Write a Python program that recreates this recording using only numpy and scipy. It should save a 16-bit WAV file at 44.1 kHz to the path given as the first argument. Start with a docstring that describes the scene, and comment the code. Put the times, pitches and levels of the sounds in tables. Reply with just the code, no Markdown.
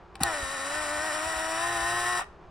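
"""A compact film camera takes a picture

Close by in a quiet room, the button ticks, the shutter snaps and a small three-pole motor winds the
film. Its whine, gear rattle and brush hiss sound through the plastic shell. The motor sags under load,
slowly gains speed and stops short; the hands bump the body now and then."""
import sys
import numpy as np
from scipy import signal
from scipy.fft import rfft, irfft
from scipy.io import wavfile

SR = 44100
rng = np.random.default_rng(int(sys.argv[2]) if len(sys.argv) > 2 else 0)


def master(y):
    """Save y as 16-bit WAV."""
    cut = np.clip(np.atleast_2d(y).T, -1, 1)
    pcm = np.round(cut * 32767)  # scale
    wavfile.write(sys.argv[1], SR, pcm.astype(np.int16))


N = 110250
TIME = np.arange(N) / SR
FREQS = np.maximum(np.arange(N + 1) * SR / (2 * N), 1)


def from_db(db):
    """Turn decibels into a number to multiply by."""
    return 10 ** (np.asarray(db) / 20)


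def rms_one(x):
    """Scale a signal so that its average level (rms) is 1."""
    return x / np.sqrt(np.mean(x ** 2) + 1e-20)


def in_time(rows):
    """Join rows that start with a time in seconds into one curve for each other column."""
    seconds, *columns = np.transpose(rows)
    return [np.interp(TIME, seconds, column) for column in columns]


def at_hz(points):
    """Join rows of frequency and value into a curve, with every octave equally wide."""
    hz, value = np.transpose(points)
    return np.interp(np.log(FREQS), np.log(hz), value)


def filtered(x, response):
    """Multiply each frequency in a signal by its own gain."""
    return irfft(rfft(x, 2 * N) * response)[..., :N]


def colour(x, spectrum):
    """Give a sound the tone of a spectrum; white noise keeps its power."""
    cepstrum = irfft(np.log(rms_one(from_db(at_hz(spectrum)))))
    cepstrum[1:N] *= 2   # folded so that the filter rings after a hit, never before it
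    cepstrum[N + 1:] = 0
    return filtered(x, np.exp(rfft(cepstrum)))


def drift(rate_hz):
    """A random wander of typical size 1, mostly slower than rate_hz."""
    return rms_one(filtered(rng.standard_normal(N), 1 / (1 + (FREQS / rate_hz) ** 2)))


def spread(pair, width):
    """Make stereo: both ears share the first signal; the second is added left and subtracted right."""
    return pair[0] + width * pair[1] * np.array([[1], [-1]])


def room_tone():
    """The quiet room's own low noise, wavering a little."""
    # Each row: frequency in Hz, relative level in dB.
    spectrum = [(20, 0), (35, -11.5), (58, 3.5), (120, -11.5), (170, -4), (260, -15.5), (360, -3),
                (500, -11.5), (1100, -10.5), (2000, -23), (6500, -42), (12000, -63.5), (16000, -71)]
    noise = spread(rng.standard_normal((2, N)), width=.2)
    return colour(noise, spectrum) * from_db(-50.5 + 0.65 * drift(6.6))


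def clicks():
    """Button, latch and shutter: short crunches that set the case ringing."""
    # Each row: start in seconds, level in dB, fade time in seconds, boost of bass and ring in dB.
    hits = [(.155, -46, .0025, 24), (.1665, -61, .003, 19), (.194, -66, .003, 27), (.2035, -47, .003, 16),
            (.2338, -10.5, .0014, 0), (.2347, -12, .0012, 0), (.2372, -25, .0014, 5),
            (2.206, -41, .002, 10), (2.2215, -46, .002, 16), (2.243, -55, .003, 20)]
    # The tone of a crunch. Each row: frequency in Hz, relative level in dB.
    spectrum = [(200, -22), (800, -9), (1500, -8), (2000, -7), (2600, -3), (3300, -7), (4900, -1.5),
                (6200, -5), (8000, 0), (10000, 3), (12000, -5), (15500, -9)]
    # The notes of the case. Each row: pitch in Hz, relative level in dB, seconds to fade by 60 dB.
    case_notes = [(330, -37, .08), (795, -21, .08), (1077, -23, .04), (1850, -25, .025), (2600, -22, .017),
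                  (4048, -24, .008), (4829, -20, .009), (7321, -29, .02), (8096, -26, .017),
                  (9130, -27, .018)]
    bass_filter = signal.butter(2, 2500, fs=SR, output="sos")
    crunch, blows = 0, np.zeros(N)
    for start, db, fade_s, bass_db in hits:
        fade = (TIME >= start) * np.exp(-np.abs(TIME - start) / fade_s)
        burst = from_db(db) * rng.choice([-1, 1], N) * fade + 1e-18
        bass = signal.sosfilt(bass_filter, burst)
        crunch = crunch + burst + (from_db(bass_db) - 1) * bass
        blows[int(start * SR)] = from_db(db + bass_db)
    ring = 0
    for hz, db, ring_s in case_notes:
        fade = from_db(db - 60 * np.minimum(TIME / ring_s, 5))
        ring = ring + fade * np.sin(2 * np.pi * hz * TIME)
    return colour(crunch, spectrum) + signal.fftconvolve(blows, ring)[:N]


def shell(x):
    """The plastic shell strengthens some frequencies and weakens others."""
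    # Each row: centre in Hz, width in Hz, boost or cut in dB.
    bands = [(403, 46, -2), (733, 47, 3.7), (787, 73, 4.7), (905, 84, -1.2), (1074, 24, 2), (1102, 316, 10),
             (1299, 72, 5.6), (1514, 284, 10.3), (1631, 137, -5.4), (1805, 113, 10), (1914, 302, 14.2),
             (2107, 168, -2.8), (2940, 80, 6), (3873, 180, 7.5), (4450, 240, -9), (4970, 150, 6),
             (5560, 250, 6.5), (7110, 138, 9), (7810, 350, 7), (8300, 270, 3), (9100, 720, 6)]
    for hz, width_hz, db in bands:
        angle, gain = 2 * np.pi * hz / SR, from_db(db / 2)
        width = np.sin(angle) * width_hz / (2 * hz)
        forward = [1 + width * gain, -2 * np.cos(angle), 1 - width * gain]
        feedback = [1 + width / gain, -2 * np.cos(angle), 1 - width / gain]
        x = signal.lfilter(forward, feedback, x)
    return x


def whine(turns, speed, partials, drive_db):
    """Tones at whole multiples of the motor's speed, each fluttering a little, heard through the shell."""
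    cruise_hz, flutter_db = 105, 1.3
    tones = 0
    for multiple, db, slope in partials:
        gain = from_db(db + slope * (speed - cruise_hz) + flutter_db * drift(9.9))
        tones = tones + gain * np.sin(2 * np.pi * (round(multiple) * turns + rng.random()))
    return shell(np.sqrt(2) * from_db(drive_db) * tones)


def gear_rattle(turns, teeth):
    """Gear teeth knock with uneven force, hardest twice a turn."""
    # The tone of a knock before the shell. Each row: frequency in Hz, relative level in dB.
    spectrum = [(150, -17), (330, 1.5), (450, -7), (620, 5.5), (950, 0.5), (1400, 0), (1950, -9),
                (2500, 1.5), (3500, -8), (8000, -38.5)]
    new_tooth = np.diff(np.floor(teeth * turns), prepend=0) > 0
    force = rng.choice([-1, 1], (2, N)) * from_db(2.5 * rng.standard_normal((2, N)))
    knocks = new_tooth * force * (1 + .6 * np.cos(4 * np.pi * turns))
    return rms_one(shell(colour(spread(knocks, width=.65), spectrum)))


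def brush_hiss(turns, teeth):
    """Brushes slide over the same rough track on every turn; the noise pulses with each turn and tooth."""
    # The tone of the hiss before the shell. Each row: frequency in Hz, relative level in dB.
    spectrum = [(800, -14), (2000, -4), (2400, 3), (3000, 1.5), (4300, 2), (6800, 0), (9500, -1),
                (11200, -1.5), (12100, -20), (13000, -36), (14300, -1), (15500, -17.5)]
    track = signal.resample(rng.standard_normal(280), num=4480)
    repeating = rms_one(track[(turns % 1 * (len(track) - 1)).astype(int)])
    fresh = spread(rng.standard_normal((2, N)), width=.3)
    turn_pulse = 1 + 0.029 * np.cos(2 * np.pi * turns)
    tooth_pulse = 1 + 0.11 * np.cos(2 * np.pi * teeth * turns)
    flutter = from_db(drift(35))   # about 1 dB
    noise = (repeating + fresh) * turn_pulse * tooth_pulse * flutter
    return rms_one(shell(colour(noise, spectrum)))


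def motor():
    """The winder runs under load; when the power is cut the whine ends and the gears clatter to rest."""
    # Each row: time in seconds, motor speed in turns per second.
    speed_curve = [(0.22, 124.6), (0.25, 116.39), (0.28, 111.48), (0.31, 106.0), (0.35, 99.25),
                   (0.39, 94.76), (0.45, 90.29), (0.49, 89.31), (0.53, 93.45), (0.58, 88.12), (0.65, 92.46),
                   (0.71, 95.63), (0.75, 100.16), (0.8, 102.01), (0.86, 98.43), (0.9, 97.97),
                   (0.94, 100.45), (0.98, 98.96), (1.03, 103.73), (1.08, 105.46), (1.12, 97.15),
                   (1.15, 102.93), (1.19, 102.5), (1.28, 108.28), (1.38, 105.79), (1.46, 107.46),
                   (1.56, 108.73), (1.65, 114.49), (1.73, 115.51), (1.79, 111.93), (1.86, 114.67),
                   (1.93, 117.19), (2.02, 117.81), (2.11, 119.82), (2.19, 118.68)]
    # Each row: time in seconds, then gains in dB for pole whine, gear whine, gear rattle, brush hiss.
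    drive_levels = [(.22, -12.5, -7, -38, -41.5), (.27, 1.5, 3.5, -43, -39.5), (.35, 0, -1.5, -38, -37.5),
                    (.45, -4.5, -8, -41, -39.5), (.68, -2, -7, -39, -38), (.77, 0, -5.5, -36.5, -37.5),
                    (.95, 0.8, -0.2, -41.5, -37.5), (1.15, 0, -6.5, -37, -37), (1.35, -0.5, -5, -36.5, -38),
                    (1.53, 2, -2.5, -39, -38), (1.65, 2.5, -0.5, -38, -36.5), (1.9, 0.5, 0.5, -39.5, -35.5),
                    (2.2, -1, -0.5, -37.5, -35.5)]
    # The whine of the motor's poles and sliding contacts. Each row: multiple of the motor's speed,
    # relative level in dB at cruising speed, change in dB for each extra turn per second.
    pole_partials = [(3, -48, .12), (6, -41.5, 0), (9, -50.5, .2), (12, -56.5, -.18), (15, -56, 0),
                     (18, -58.5, 0), (21, -64, 0), (24, -61, 0)]
    # The whine of the gears, with the same columns.
    gear_partials = [(1, -54, .1), (4, -58, .1), (5, -57, .2), (7, -48.5, 0), (8, -55, 0), (10, -57.5, -.2),
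                     (11, -59, .2), (13, -57, 0), (14, -63, 0), (16, -59.5, .15), (17, -66, 0),
                     (19, -62, 0), (20, -61, -.55), (22, -58, 0), (23, -61, 0), (27, -59, 0), (28, -62, 0),
                     (29, -60, 0), (32, -62, -.3), (33, -58, 0)]
    start_s, rise_s = 0.203, 0.0054
    stop_s, brake_s, brake_hz_per_s, whine_fade_s = 2.193, 0.056, 260, .008
    teeth, slack_db = 11, 7.5   # teeth on the motor's gear; extra rattle once the load is gone
    since_stop = np.maximum(TIME - stop_s, 0)
    speed = np.maximum(in_time(speed_curve)[0] - brake_hz_per_s * since_stop, 0)
    turns = np.cumsum(speed) / SR + .003 * drift(30)   # with a slight wobble
    fade_in = np.clip((TIME - start_s) / rise_s, 0, 1)
    running = fade_in * np.clip(1 - since_stop / brake_s, 0, 1) ** 0.94
    powered = np.exp(-since_stop / whine_fade_s)
    pole_db, gear_db, rattle_db, hiss_db = in_time(drive_levels)
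    tones = whine(turns, speed, pole_partials, pole_db) + whine(turns, speed, gear_partials, gear_db)
    rattle = from_db(rattle_db + slack_db * (1 - powered)) * gear_rattle(turns, teeth)
    hiss = running * from_db(hiss_db) * brush_hiss(turns, teeth)
    return running * (powered * tones + rattle + hiss)


def bumps():
    """Dull knocks from the hands and the gears, each a short tone that swells and dies away."""
    # Bumps of the body. Each row: start in seconds, level in dB, pitch in Hz,
    # rough length in seconds (the swell peaks halfway through it).
    body_bumps = [(.209, -29, 277, 0.0071), (0.2105, -25.5, 161, 0.0076), (0.218, -36, 66.8, .03),
                  (0.428, -31, 67, 0.0092), (.765, -45, 55, 0.026), (1.262, -38.5, 67.4, 0.016),
                  (1.36, -39, 53.5, 0.027), (1.761, -42.5, 65.5, 0.0098), (1.819, -40, 54.95, 0.022)]
    # The gears jolt the shell as they start and stop, with the same columns.
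    gear_jolts = [(.203, -32, 785, .018), (.246, -27, 800, .022), (2.195, -26, 900, .002),
                  (2.214, -30, 750, .005)]
    knocks = 0
    for start, db, hz, length_s in body_bumps + gear_jolts:
        age = np.maximum(TIME - start, 0)
        swell = 2 * age / length_s * np.exp(1 - 2 * age / length_s)
        knocks = knocks + from_db(db) * swell * np.sin(2 * np.pi * hz * age)
    return knocks


def microphone_ports(x):
    """The microphone's two openings each pick up a frequency with their own level and timing."""
    # Each row: frequency in Hz, how much louder the left is in dB.
    balance = [(100, 3), (700, 2), (1050, 6.5), (1400, 2.5), (2300, -1), (3900, 5), (6500, -0.5),
               (16000, 0.5)]
    # Each row: frequency in Hz, how far the left wave is ahead in radians.
    lead = [(20, 0), (1000, 0), (3000, -.4), (3400, 1.6), (4100, -.3), (5000, 1.2), (5700, -.6),
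            (6600, -3.1), (7500, -5.2), (8500, -6.2), (9900, -6.3), (11300, -7.8), (12200, -9.3),
            (13600, -9.5), (15000, -11.7), (16000, -12.4)]
    side = np.array([[.5], [-.5]])
    return filtered(x, from_db(side * at_hz(balance)) * np.exp(1j * side * at_hz(lead)))


def room_echo(x):
    """The room answers with a faint, smooth tail, different at each ear."""
    echo_db, ring_s = -18, .3
    tail = rng.standard_normal((2, N)) * from_db(-60 * TIME / ring_s)
    tail = signal.sosfilt(signal.butter(1, 5000, fs=SR, output="sos"), tail)
    return from_db(echo_db) * signal.fftconvolve(x, rms_one(tail) / np.sqrt(N), axes=1)[:, :N]


def scene():
    """The camera close to the microphone, over the room's own noise."""
    camera = bumps() + microphone_ports(motor() + clicks())
    return room_tone() + camera + room_echo(camera)


def record(dry):
    """Cut the highest treble steeply: 70 dB down from 17000 Hz up."""
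    return signal.sosfilt(signal.cheby2(16, 70, 17000, fs=SR, output="sos"), dry)


dry = scene()
out = record(dry)
master(out)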